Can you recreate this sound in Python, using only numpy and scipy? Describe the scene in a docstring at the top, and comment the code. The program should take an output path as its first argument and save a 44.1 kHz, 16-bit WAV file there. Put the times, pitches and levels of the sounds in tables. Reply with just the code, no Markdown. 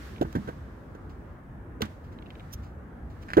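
"""A concrete yard at night, hand-held stereo microphone, distant traffic rumbling throughout.
Close by, a ball thumps and bobbles, each contact a hollow ring with a scrape of grit. After a lull it
lands at 1.8 s with a sharp slap that nearby walls return faintly. Small ticks, scuffs and a bright swish
follow. At 3.3 s come a few hard clacks, then a loud, hollow bump close to the microphone."""
import sys
import numpy as np
from scipy import signal
from scipy.fft import rfft, irfft
from scipy.io import wavfile
from scipy.ndimage import uniform_filter1d

SR = 44100
rng = np.random.default_rng(int(sys.argv[2]) if len(sys.argv) > 2 else 0)


def put_to_file(sound):
    """Save the sound as 16-bit audio at rate SR, in the file named by the first command-line argument."""
    columns = np.atleast_2d(sound).T  # one column per channel
    safe = np.clip(columns, -1, 1)
    whole_steps = np.round(safe * 32767)
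    wavfile.write(sys.argv[1], SR, whole_steps.astype(np.int16))


N = 149940
T = np.arange(SR // 3) / SR  # time within one short sound, s

# colour of sound scattered off nearby surfaces: f/Hz, level/dB
SCATTER_COLOUR = [(200, -14.5), (1000, 8.5), (1800, 8.5), (3800, -2.5), (7000, -13), (10000, -19),
                  (14000, -27), (16000, -16.5)]


def amp(db):
    """Decibels to gain."""
    return 10 ** (np.asarray(db) / 20)


def unit(x):
    """Scales to rms 1."""
    return x / np.sqrt(np.mean(x ** 2) + 1e-20)


def read(points, hz):
    """Reads a table along a log-frequency axis."""
    f, value = np.transpose(points)
    return np.interp(np.log(hz + 1), np.log(f + 1), value)


def add(mix, s, sound):
    """Mixes a sound in at s seconds."""
    part = mix[round(s * SR):][:len(sound)]
    part += sound[:len(part)]


def tint(x, colour):
    """Filters by a table of f/Hz, level/dB."""
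    n = x.shape[-1]
    gain = amp(read(colour, np.fft.rfftfreq(2 * n, 1 / SR)))
    return irfft(rfft(x, 2 * n) * gain)[..., :n]


def burst(colour, db, rise, t60, hold=0):
    """A puff of coloured noise that rises, holds and decays; times in seconds."""
    envelope = np.minimum(T / rise, 1) ** 2 * amp(-60 * np.maximum(T - rise - hold, 0) / t60)
    return amp(db) * envelope * unit(tint(rng.standard_normal(len(T)), colour))


def ring(hz, t60):
    """One mode, dying by 60 dB in t60 seconds."""
    return np.sin(2 * np.pi * hz * T) * np.exp(-np.log(1000) * T / t60)


def traffic():
    """Far-off traffic: a rumble that drifts in patches, its bass alike at both microphones."""
    # colour of the rumble: f/Hz, level/dB
    colour = [(15, -67.5), (28, -34.5), (42, -5.5), (62, 1.5), (100, -2.5), (160, -8), (250, -9),
              (400, -16), (700, -21.5), (1100, -23), (1700, -26.5), (2400, -40), (4400, -57),
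              (16000, -57.5)]
    # likeness of left and right: f/Hz, correlation
    likeness = [(60, 1), (150, 0.91), (300, 0.894), (600, 0.383), (1200, 0.106), (16000, 0)]
    hz, frames = np.fft.rfftfreq(4096, 1 / SR), N // 1024 + 5
    a, b, c, d, patches = rng.standard_normal((5, frames, len(hz)))
    patches = uniform_filter1d(patches, size=4, axis=0)  # smooth over time
    drift_db = 1.5 * unit(uniform_filter1d(patches, size=24, axis=1))  # and over frequency
    same = np.clip(read(likeness, hz), -1, 1)
    left = a + 1j * b
    right = same * left + np.sqrt(1 - same ** 2) * (c + 1j * d)
    spectra = np.array([left, right]) * amp(read(colour, hz) + drift_db)
    rumble = signal.istft(spectra.transpose(0, 2, 1), nperseg=4096, noverlap=3072)[1][:, :N]
    return amp(-43) * unit(rumble)


def hiss():
    """A faint hiss that comes and goes, a little stronger on the right."""
    # colour of the hiss: f/Hz, level/dB
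    colour = [(400, 2), (1600, 8.5), (2500, 1), (4000, -2.5), (6500, -7.5), (10000, -15), (14000, -11.5),
              (16000, -21.5)]
    # its rise and fall: t/s, level/dB
    levels = [(0, -51.5), (.06, -50.5), (.2, -58), (.44, -56), (.62, -64), (.9, -70), (1.3, -72.5),
              (1.78, -102), (1.9, -58.5), (2.0, -69.5), (2.2, -69.5), (2.4, -63), (2.6, -64), (2.75, -81.5),
              (3.07, -74), (3.15, -67), (3.4, -56.5)]
    envelope = amp(np.interp(np.arange(N) / SR, *np.transpose(levels)))
    return unit(tint(rng.standard_normal((2, N)), colour)) * envelope * amp([[-1.5], [1.2]])


def bass_swells():
    """The bass swells three times, in the centre."""
    # swells: t/s, level/dB, rise/s, t60/s
    swells = [(0.241, -46, 0.027, 0.28), (0.541, -46, 0.062, 0.51), (2.53, -40.5, 0.0265, 0.243)]
    # their colour: f/Hz, level/dB
    colour = [(25, -45.5), (45, -9.5), (63, -2.5), (85, -8.5), (130, -12), (220, -22), (600, -52.5),
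              (2000, -81)]
    out = np.zeros(N)
    for s, db, rise, t60 in swells:
        add(out, s, burst(colour, db, rise, t60, hold=0.103))
    return out


def walls(slap_s):
    """The slap comes back off nearby walls, differently at each microphone."""
    out = np.zeros((2, N))
    for channel, db in zip(out, (-39, -36)):
        add(channel, slap_s, burst(SCATTER_COLOUR, db, rise=0.0039, t60=0.173))
    return out


def ground():
    """Ticks and scuffs on the concrete, and one bright swish that swells and stops short."""
    # small ticks: t/s, level/dB
    ticks = [(.0493, -51.5), (0.148, -50.5), (0.161, -47), (.18, -46), (2.187, -47), (2.2222, -44.5),
             (2.259, -52), (2.265, -51), (2.3036, -37.5), (2.353, -46.5), (2.396, -47.5), (2.404, -46.5)]
    # scuffs: t/s, level/dB, rise/s, t60/s
    scuffs = [(0.326, -41, 0.00174, 0.0154), (1.093, -59, 0.00256, 0.181), (2.03, -63.5, 0.0145, 0.225),
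              (2.11, -60.5, 0.0166, 0.116), (2.503, -61, 0.0072, 0.083), (2.605, -58.5, 0.0336, 0.29),
              (3.098, -60, 0.00326, 0.178), (3.205, -51.5, 0.0275, 0.038)]
    # colours of tick, scuff and swish: f/Hz, level/dB
    tick_colour = [(900, -21.5), (1800, -13), (2200, 4.5), (3600, 5.5), (4500, -16), (7000, -26),
                   (10000, -38.5), (16000, -33)]
    scuff_colour = [(900, -3), (2500, 3), (4700, -2.5), (7500, -8.5), (10000, -20), (16000, -10)]
    swish_colour = [(1200, -43.5), (3400, -1), (4400, -14), (5700, 6.5), (7400, -11), (9500, -12.5),
                    (12000, -2), (14500, -4.5), (16000, -7)]
    out = np.zeros(N)
    for s, db in ticks:
        add(out, s, burst(tick_colour, db, rise=0.00104, t60=0.0197))
    for s, db, rise, t60 in scuffs:
        add(out, s, burst(scuff_colour, db, rise, t60))
    add(out, 2.517, burst(swish_colour, db=-38, rise=0.018, t60=0.0367, hold=0.00605))
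    return out


def clacks():
    """A small hard object near the microphone rings briefly at each knock, with a short scatter."""
    # knocks: t/s, level/dB
    knocks = [(3.2853, -34.5), (3.2897, -32), (3.3034, -26), (3.3094, -35), (3.3152, -32), (3.3344, -15.5),
              (3.3379, -24)]
    # the object's modes: f/Hz, relative level/dB, t60/s
    modes = [(1593, -6.5, 0.032), (1766, -3.5, 0.011), (2266, -15, 0.0084), (2800, -43.5, 0.0069),
             (4015, -24.5, 0.0096), (4780, -27.5, 0.0123), (6540, -34.5, 0.0092), (8200, -51, 0.011)]
    out = np.zeros(N)
    ringing = sum(amp(db) * ring(hz, t60) for hz, db, t60 in modes)
    for s, db in knocks:
        scatter = burst(SCATTER_COLOUR, db=-19.5, rise=0.000185, t60=0.0904)
        add(out, s, amp(db) * (ringing + scatter))
    return out


def ball_and_bump(slap_s):
    """The ball's contacts and the last close bump each ring hollow, rattle and scrape; the ball slaps once."""
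    # contacts of the ball, then from 3.37 s the bump close to the microphone:
    # t/s, body level/dB, pitch f/Hz, ring t60/s, low push/dB, rattle/dB, grit/dB
    contacts = [(0.2113, -3.5, 297, 0.0262, -22, -37, -38.5),
                (.2183, -8.5, 669.2, 0.01806, -17, -48, -60.5),
                (.2241, -9.5, 367.7, 0.0253, -27.5, -52.5, -44),
                (0.246, -35, 324.2, 0.207, -16.5, -41.5, -67.5),
                (.3512, -9.5, 285.7, 0.0246, -28.5, -33, -43.5),
                (0.3594, -12.5, 241, 0.0498, -12.5, -36.5, -47), (0.37, -28, 239.1, 0.168, -17.5, -48, -65),
                (0.3835, -27.5, 199.8, 0.16, -18, -58.5, -67),
                (.4736, -33, 371.5, 0.097, -24.5, -38.5, -50.5), (.4841, -21, 479, 0.0318, -21, -39, -52),
                (0.4878, -23.5, 337.7, 0.03, -17.5, -38.5, -51.5),
                (0.948, -38, 420.4, 0.066, -30, -46.5, -58.5),
                (1.8058, -20.5, 444, 0.0447, -29.5, -44, -48.5),
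                (1.8219, -22, 212, 0.0967, -15.5, -34.5, -43),
                (1.8306, -26, 99.5, 0.092, -31.5, -48, -54.5),
                (1.8514, -22.5, 299.3, 0.026, -39.5, -43, -45),
                (3.368, -3.5, 311.2, 0.0545, -18.5, -24.5, -35.5),
                (3.3773, 6, 354.1, 0.02186, -8.5, -24, -46.5), (3.3824, -2, 417, 0.0298, -19, -25.5, -48),
                (3.3924, 3, 349, 0.0213, -11.5, -33.5, -50.5)]
    # modes of the hollow ring: multiple of the pitch, relative level/dB, multiple of the ring t60
    modes = [(0.682, -13.5, 1.653), (1.002, 2, 1.019), (1.379, -12.5, 1.338), (2.099, -23, 2.02)]
    # colours of rattle, grit and slap: f/Hz, level/dB
    rattle_colour = [(100, -16.5), (450, -3), (730, 1.5), (950, 4), (1250, -2.5), (1560, 0), (1900, -6),
                     (2300, -19), (6000, -38.5)]
    grit_colour = [(800, -29), (2000, -1.5), (3400, 10.5), (4800, -4.5), (6400, 1), (9000, -12),
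                   (12000, -4), (16000, -19.5)]
    slap_colour = [(200, -24.5), (1000, 3.5), (1700, 0.5), (2500, -1), (3700, 5), (5000, -6.5),
                   (6300, -0.5), (8000, -17.5), (10000, -16.5), (12500, -10.5), (14500, -8.5),
                   (16000, -21.5)]
    onset = 1 - np.exp(-(T / 0.002045) ** 2)  # a soft contact builds over about 2 ms
    out = np.zeros(N)
    for s, db, hz, t60, push_db, rattle_db, grit_db in contacts:
        body = sum(amp(mode_db) * ring(hz * ratio, t60 * stretch) for ratio, mode_db, stretch in modes)
        push = amp(push_db) * ring(hz=146.3, t60=0.0336)
        ping = amp(rattle_db - 0.5) * ring(hz=1541, t60=0.083)
        rattle = burst(rattle_colour, rattle_db, rise=0.00477, t60=0.0763)
        grit = burst(grit_colour, grit_db, rise=0.00263, t60=0.0435)
        add(out, s, (amp(db) * body + push) * onset + ping + rattle + grit)
    add(out, slap_s, burst(slap_colour, db=-24.5, rise=0.0001, t60=0.0159, hold=0.00291))
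    return out


def scene():
    """Close sounds reach the right microphone first; reflections and background surround them."""
    # shading of the left microphone, which faces away: f/Hz, level/dB
    left_shade = [(100, -1), (350, -4), (650, -1), (1300, -5), (2200, -3), (5000, -6), (8300, -2),
                  (10500, -11), (16000, -13)]
    slap_s, left_lag_s = 1.819, 0.00043
    near = ball_and_bump(slap_s) + ground() + clacks()
    delayed = np.zeros(N)
    add(delayed, left_lag_s, near)
    left = tint(delayed, left_shade)
    return np.array([left, near]) + walls(slap_s) + traffic() + hiss() + bass_swells()


def record(dry):
    """The recorder cuts off the treble above 16.1 kHz."""
    lowpass = signal.firwin(511, 16100, window=("kaiser", 9), fs=SR)
    return signal.oaconvolve(dry, lowpass[None], "same")


dry = scene()
out = record(dry)
put_to_file(out)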